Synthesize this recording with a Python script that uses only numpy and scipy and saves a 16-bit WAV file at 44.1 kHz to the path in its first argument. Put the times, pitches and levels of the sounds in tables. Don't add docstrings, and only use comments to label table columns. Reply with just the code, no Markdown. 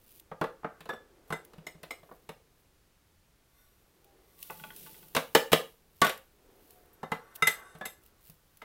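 import sys
import numpy as np
from scipy import signal
from scipy.fft import rfft, irfft
from scipy.io import wavfile
from scipy.ndimage import uniform_filter1d

SR = 44100
rng = np.random.default_rng(int(sys.argv[2]) if len(sys.argv) > 2 else 0)


def int16_out(signal):
    q = np.round(np.clip(np.atleast_2d(signal).T, -1, 1) * 32767)
    wavfile.write(sys.argv[1], SR, q.astype(np.int16))


def voltage_ratio(level):
    return 10 ** (np.asarray(level, float) / 20)


N = 381024


def rms_one(x):
    return x / np.sqrt(np.mean(x ** 2) + 1e-20)


def coloured(x, points):
    hz, db = np.transpose(points)
    bins_hz = np.fft.rfftfreq(N, 1 / SR)
    gain = voltage_ratio(np.interp(np.log(bins_hz + 1e-9), np.log(hz), db))
    return irfft(rfft(x) * gain, N)


def band(x, low_hz, high_hz, order=3):
    high_hz = min(high_hz, SR / 2.2)
    sos = signal.butter(order, [low_hz, high_hz], "band", fs=SR, output="sos")
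    return signal.sosfilt(sos, x + 1e-18) * np.sqrt(SR / 2 / (high_hz - low_hz))


def resonances(x, modes):
    out = 0
    for k, (hz, width_hz, db) in enumerate(modes):
        r = np.exp(-np.pi * width_hz / SR)
        poles = [1, -2 * r * np.cos(2 * np.pi * hz / SR), r * r]
        peak_gain = (-1) ** k * voltage_ratio(db) * (1 - r * r) / 2
        out = out + peak_gain * signal.lfilter([1, 0, -1], poles, x + 1e-18)
    return out


def ring(clicks, hz, t60_s):
    r = voltage_ratio(-60 / (t60_s * SR))
    turn = 2 * np.pi * hz / SR
    return signal.lfilter([0, np.sin(turn)], [1, -2 * r * np.cos(turn), r * r], clicks + 1e-18)


def bursts(times_s, levels_db, t60_s, rise_s):
    out = np.zeros(N)
    for s, db in zip(times_s, levels_db):
        at = round(s * SR)
        t = np.arange(min(int(t60_s * SR), N - at)) / SR
        out[at:at + len(t)] += voltage_ratio(db) * voltage_ratio(-60 * t / t60_s) * np.minimum(t / rise_s, 1)
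    return out


def spells(rows):
    t = np.arange(N) / SR
    out = 0
    for s, db, swell_s, fade_s in rows:
        distance = np.where(t < s, (s - t) / swell_s, (t - s) / fade_s)
        out = out + voltage_ratio(db - 20 * distance)
    return out


def grains(per_s, spread_db):
    loudness_db = spread_db * np.minimum(rng.exponential(1, N), 4)
    sizes = rms_one(voltage_ratio(loudness_db) * rng.choice([-1, 1], N))
    share = per_s / SR
    return sizes * (rng.random(N) < share) / np.sqrt(share)


def room_tone():
    # (frequency [Hz], relative level [dB])
    tone_colour = [(15, -15.5), (25, -3.5), (114, -11.5), (373, -23), (1290, -26.5), (16000, -36.5)]
    return voltage_ratio(-67) * rms_one(coloured(rng.standard_normal(N), tone_colour))


def drone():
    # (frequency [Hz], width [Hz], level [dB], evened out by rms_one)
    drone_mode = [(376, 150, 2.5)]
    # (time of the peak [s], level [dB], swell [s], fade [s])
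    swells = [(1.6, -62.5, 3.0, 1.53), (4.2, -67.5, 0.62, 0.23), (4.8, -63, 0.7, 1.3),
              (6.5, -66, 0.22, 1.1), (7.6, -65.5, 1.86, 1.14)]
    return spells(swells) * rms_one(resonances(rng.standard_normal(N), drone_mode))


def kitchen(x):
    t = np.arange(SR // 2) / SR
    t60_s, rise_s = 0.25, 0.0057
    fade = voltage_ratio(-60 * t / t60_s) * np.minimum(t / rise_s, 1)
    tail = 0
    for hz in 200 * 2. ** np.arange(7):
        tail = tail + band(rng.standard_normal(len(t)), hz, 2 * hz) * np.sqrt(hz) * fade
    spectrum = rfft(tail)
    power = np.abs(spectrum) ** 2
    evening = np.sqrt(uniform_filter1d(power, size=400) / uniform_filter1d(power, size=40))
    tail = irfft(spectrum * evening)[:SR // 3]
    return signal.fftconvolve(x, tail / np.sqrt(np.sum(tail ** 2)))[:N]


def squeaks():
    # (start [s], end [s], from [Hz], to [Hz], level [dB], width [Hz])
    glides = [(0.687, 0.875, 1566, 1590, -65, 60), (7.5, 7.728, 1620, 1500, -54, 35),
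              (4.03, 4.29, 808, 768, -71, 8), (6.4, 6.92, 780, 705, -73, 14)]
    edge_s = 0.048
    t = np.arange(N) / SR
    out = 0
    for start, end, from_hz, to_hz, db, width_hz in glides:
        gate = np.clip(np.minimum(t - start, end - t) / edge_s, 0, 1)
        pitch_hz = np.interp(t, [start, end], [from_hz, to_hz])
        tone = np.sin(2 * np.pi * np.cumsum(pitch_hz) / SR)
        r = np.exp(-np.pi * width_hz / SR)
        wander = rms_one(signal.lfilter([1], [1, -2 * r, r * r], rng.standard_normal(N)))
        out = out + voltage_ratio(db) * gate * tone * wander
    return out


def rustle():
    # (time [s], level [dB])
    crumbs = [(0.197, -34.5), (1.449, -37.5), (4.044, -46.5), (4.3895, -42), (4.427, -24), (4.506, -29.5),
              (4.762, -31), (5.0832, -39.5), (6.1756, -36), (6.7059, -37.5), (6.857, -50), (7.359, -28.5),
              (7.785, -47), (5.028, -44.5), (8.035, -47.5), (8.061, -43), (8.298, -35), (8.571, -41)]
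    # (time [s], level [dB])
    pour = [(4.15, -82.5), (4.37, -66), (4.41, -52.5), (4.55, -52.5), (4.72, -56.5), (4.8, -48), (5.1, -60),
            (5.7, -63.5), (5.92, -87.5)]
    # (time of the peak [s], level [dB], swell [s], fade [s])
    slides = [(2.6, -75, 0.069, 0.073), (3.62, -78, 0.19, 1), (6.72, -63, 0.37, 0.25),
              (8.55, -72, .4, 0.64)]
    finger_rustles = [(.11, -61, 0.1, 0.11), (.195, -59, 0.26, 0.01), (1.29, -63, 0.049, 0.047),
                      (2.1, -68.5, 0.25, 0.45), (6.0, -61.5, 0.17, 0.44), (7.36, -42.5, 0.013, 0.0088),
                      (8.07, -63, .12, .05), (8.28, -57.5, .12, 0.11)]
    # (frequency [Hz], relative level [dB])
    grain_colour = [(1200, -28.5), (2800, -7), (7000, -11.5), (13500, -1), (16500, -1.5)]
    tick_s, tick_db = np.transpose(crumbs)
    ticks = bursts(tick_s, tick_db - 6.5, t60_s=0.023, rise_s=0.001) * rng.standard_normal(N)
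    pour_s, pour_db = np.transpose(pour)
    pouring = voltage_ratio(np.interp(np.arange(N) / SR, pour_s, pour_db))
    hiss = (pouring + spells(slides)) * grains(per_s=11000, spread_db=4.5)
    crackle = spells(finger_rustles) * grains(per_s=9500, spread_db=8.5)
    return voltage_ratio(5.0) * coloured(crackle + hiss + ticks, grain_colour)


def drags_and_rattle():
    # (time of the peak [s], level [dB], swell [s], fade [s])
    scrapes = [(.72, -77.5, 0.35, 0.69), (6.045, -39, 0.01, 0.069), (7.06, -87.5, 0.022, 5.2),
               (7.6, -65, 0.68, 0.28)]
    return spells(scrapes) * band(grains(per_s=4000, spread_db=1.5), 500, 2000)


def knocks():
    # (time [s], level [dB], thump above that level [dB],
    # hardness as edge above that level [dB])
    contacts = [(0.314, -31, -16.5, -26.5), (0.412, -17, -17.5, -18.5), (0.439, -23.5, -25, -17.5),
                (0.631, -40.5, -20, -31), (0.644, -23, -21, -38), (0.805, -45, -9.5, -1),
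                (0.855, -41, -22, -8), (0.89, -29.5, -21, -12.5), (0.899, -32.5, -27, -22),
                (0.93, -33.5, -23, -22), (1.303, -30.5, -9.5, -11.5), (1.323, -24, -16, -13.5),
                (1.533, -47.5, -15, -5), (1.581, -50, 4, -6), (1.666, -39, -18, -3), (1.751, -58.5, 6, -14),
                (1.831, -38, -16, -1.5), (1.906, -36.5, -45, -5), (2.03, -48, -14, -11),
                (2.089, -49, -26, -26), (2.112, -39.5, -21.5, -35), (2.29, -33, -16, -7),
                (4.5, -35.5, -24, -18), (4.639, -43, -23, -5.5), (4.863, -52, -25, 3),
                (5.149, -22, -23.5, 0), (5.164, -14.5, -20.5, -4.5), (5.349, -10, -24, -0.5),
                (5.518, -25, -8.5, 3), (5.529, -13.5, -15.5, 0.5), (6.016, -15.5, -16.5, 0),
                (6.045, -22, -23.5, -1.5), (6.066, -28.5, -16, 2.5), (6.094, -30, -25, 3),
                (7.03, -28.5, -16, -17), (7.117, -22.5, -16, -10.5), (7.422, -27.5, -10.5, -7),
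                (7.473, -27.5, -20.5, 7.5), (7.75, -43.5, -6.5, -9), (7.81, -28, -27, -18),
                (7.853, -36, -24, 1.5), (8.294, -58.5, 4, -18), (8.619, -42, -38.5, -7.5)]
    # (time of the peak [s], level [dB], swell [s], fade [s])
    tumbling = [(4.62, -76, 0.266, 0.93)]
    s, level_db, thump_db, hardness_db = np.transpose(contacts)
    body_db = level_db - 6.0
    edge_db = body_db + hardness_db
    sparkle_db = edge_db - 3 + 0.16 * np.minimum(hardness_db, 0)
    body = bursts(s, body_db, t60_s=0.062, rise_s=0.0026) * rng.standard_normal(N)
    edge = bursts(s, edge_db, t60_s=0.062, rise_s=0.0026) * rng.standard_normal(N)
    sparkle = bursts(s, sparkle_db, t60_s=0.037, rise_s=0.00079) * rng.standard_normal(N)
    push = bursts(s, level_db + thump_db - 14, t60_s=0.0086, rise_s=0.0017)
    push = push + spells(tumbling) * grains(per_s=430, spread_db=4.5)
    boom = voltage_ratio(-12) * band(push, 90, 350, order=2) + voltage_ratio(-14.5) * ring(push, hz=158, t60_s=0.22)
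    chatter = band(body, 310, 1350) + band(edge, 1350, 3900) + band(sparkle, 3900, 16000, order=2)
    return boom + chatter


def worktop(contact):
    # (frequency [Hz], width [Hz], level [dB])
    stone_modes = [(202.8, 32, 13.5), (274, 14, 7.5), (444.6, 27, 2), (538, 33, 10), (666, 140, -6)]
    return voltage_ratio(3) * contact + voltage_ratio(1.5) * resonances(contact, stone_modes)


def china(hits, modes, gain_db, rubbing=0):
    s, db, hardness = np.transpose(hits)
    out = np.zeros(N)
    for hz, mode_db, t60_s in modes:
        strength_db = db + gain_db + hardness * np.log2(hz / 3000)
        for split in (1 - 0.012, 1, 1 + 0.006):
            delay_s = 0.003 * rng.random(len(s))
            luck_db = 10 * (rng.random(len(s)) - 0.5)
            clicks = np.zeros(N)
            clicks[((s + delay_s) * SR).astype(int)] = voltage_ratio(strength_db + luck_db)
            out += voltage_ratio(mode_db) * ring(rubbing + clicks, hz * split, np.clip(t60_s, 0.02, 0.5))
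    return band(out, 300, 20000, order=2)


def clinks(scrape):
    # (time [s], level [dB], hardness about 3 kHz [dB per octave])
    plate_hits, bowl_hits = [(6.017, -13, -7), (6.047, -24, 5), (6.072, -22.5, 2.5), (6.930, -68, 18),
                             (7.118, -33, -4)], [(1.305, -43, -4), (1.325, -26.5, -5.5),
                                                 (7.032, -38.5, -9.5), (7.119, -32, -11.5),
                                                 (8.617, -40, -11), (7.423, -11.5, -7.5),
                                                 (7.470, -12.5, -2), (7.856, -28.5, 1)]
    saucer_hits, cup_hits, jar_hits = [(1.667, -23.5, 1.5), (1.908, -21, 0.5), (1.916, -34, -7)], [(.894, -35.5, 2), (.935, -47.5, 3),
                                                            (7.812, -43, -2)], [(4.499, -26, 0.1),
                                                                              (4.597, -31.5, 7),
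                                                                              (4.637, -23, 6.3),
                                                                              (4.704, -26, 10.7),
                                                                              (4.862, -38, 2),
                                                                              (4.944, -32.5, 10),
                                                                              (5.027, -41.5, 7.8)]
    rim_hits = [(5.165, -19, 0), (5.351, -14, -2.5), (5.531, -16.5, -3.5), (6.018, -20, -1)]
    # (frequency [Hz], level [dB], t60 [s], 0.02 at least)
    plate_modes, bowl_modes = [(885, -13, 0.087), (1142, 0.5, 0.08), (1468, -6, 0.14), (1820, -9.5, 0.08),
                               (2046, -9, 0.15), (3620, -12.5, 0.13), (4200, -15.5, 0.084),
                               (5670, -16, 0.12), (8060, -18.5, 0.064), (9700, -23, 0.17),
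                               (11740, -15, 0.087), (14100, -14.5, .07)], [(1333, -17, 0.081), (1603, -12, 0.037), (2044, -4.5, 0.076),
                                              (2805, -12, 0.051), (3680, -14, 0.12), (5130, -20, 0.1),
                                              (6180, -15.5, 0.041), (6524, -19, 0.08), (7460, -19, 0.13),
                                              (8130, -8.5, 0.04), (9980, -12, 0.058), (10680, -8.5, 0.034),
                                              (12900, -7, 0.055), (14550, -19.5, 0.06)]
    saucer_modes, cup_modes, jar_modes = [(2103, 4, 0.049), (2920, -12, 0.05), (3990, -10, 0.049),
                                          (5270, -10.5, 0.054), (6770, -10.5, 0.045), (8150, -11, 0.033),
                                          (9640, -18, 0.06), (12000, -15, 0.053), (14200, -20, 0.064)], [(1706, 9.5, 0.13), (3540, -3, 0.14),
                                                          (5640, -11, 0.059), (7780, -15, 0.085),
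                                                          (10400, -19, .06), (13070, -16, 0.07)], [(879, -13.5, 0.19),
                                                                       (1150, -14.5, 0.079),
                                                                       (1483, -8, 0.042),
                                                                       (2010, -15, 0.018),
                                                                       (2590, -12.5, 0.021),
                                                                       (3270, -18.5, 0.02)]
    rim_modes = [(458.4, -2.5, 0.086), (663, 0, 0.023), (1680, -3, 0.023), (2500, -7.5, 0.03)]
    # (time of the peak [s], level [dB], swell [s], fade [s])
    loose_grains = [(3.58, -92, 0.14, 0.41), (4.45, -88.5, 0.3, 0.53), (7.25, -93.5, 0.5, 0.494)]
    bowl_rubs = [(7.7, -92, 0.41, 0.18)]
    loose = spells(loose_grains) * band(grains(per_s=1400, spread_db=4.0), 8600, 14000, order=1)
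    finger = spells(bowl_rubs) * band(rng.standard_normal(N), 3000, 12000)
    plate_rub = loose + voltage_ratio(-39.0) * scrape
    bowl_rub = voltage_ratio(-40) * band(scrape, 1200, 1890) + finger
    out = china(plate_hits, plate_modes, -16.5, plate_rub)
    out += china(bowl_hits, bowl_modes, -8.0, bowl_rub)
    out += china(saucer_hits, saucer_modes, -20.0)
    out += china(cup_hits, cup_modes, -11.0)
    out += china(jar_hits, jar_modes, -6.5)
    out += china(rim_hits, rim_modes, -8.0)
    return out


def scene():
    scrape = drags_and_rattle()
    near = worktop(knocks() + scrape) + clinks(scrape) + squeaks()
    grit = rustle()
    reflections = voltage_ratio(-6) * kitchen(near + voltage_ratio(-8.5) * grit)
    mix = near + grit + reflections + drone() + room_tone()
    return mix[None]


def low_pass(x):
    return signal.sosfilt(signal.butter(12, 16810, fs=SR, output="sos"), x)


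def record(dry):
    top_cut = signal.cheby2(10, 30, 16300, fs=SR, output="sos")
    finished = signal.sosfilt(top_cut, dry)
    return low_pass(finished)


dry = scene()
out = record(dry)
int16_out(out)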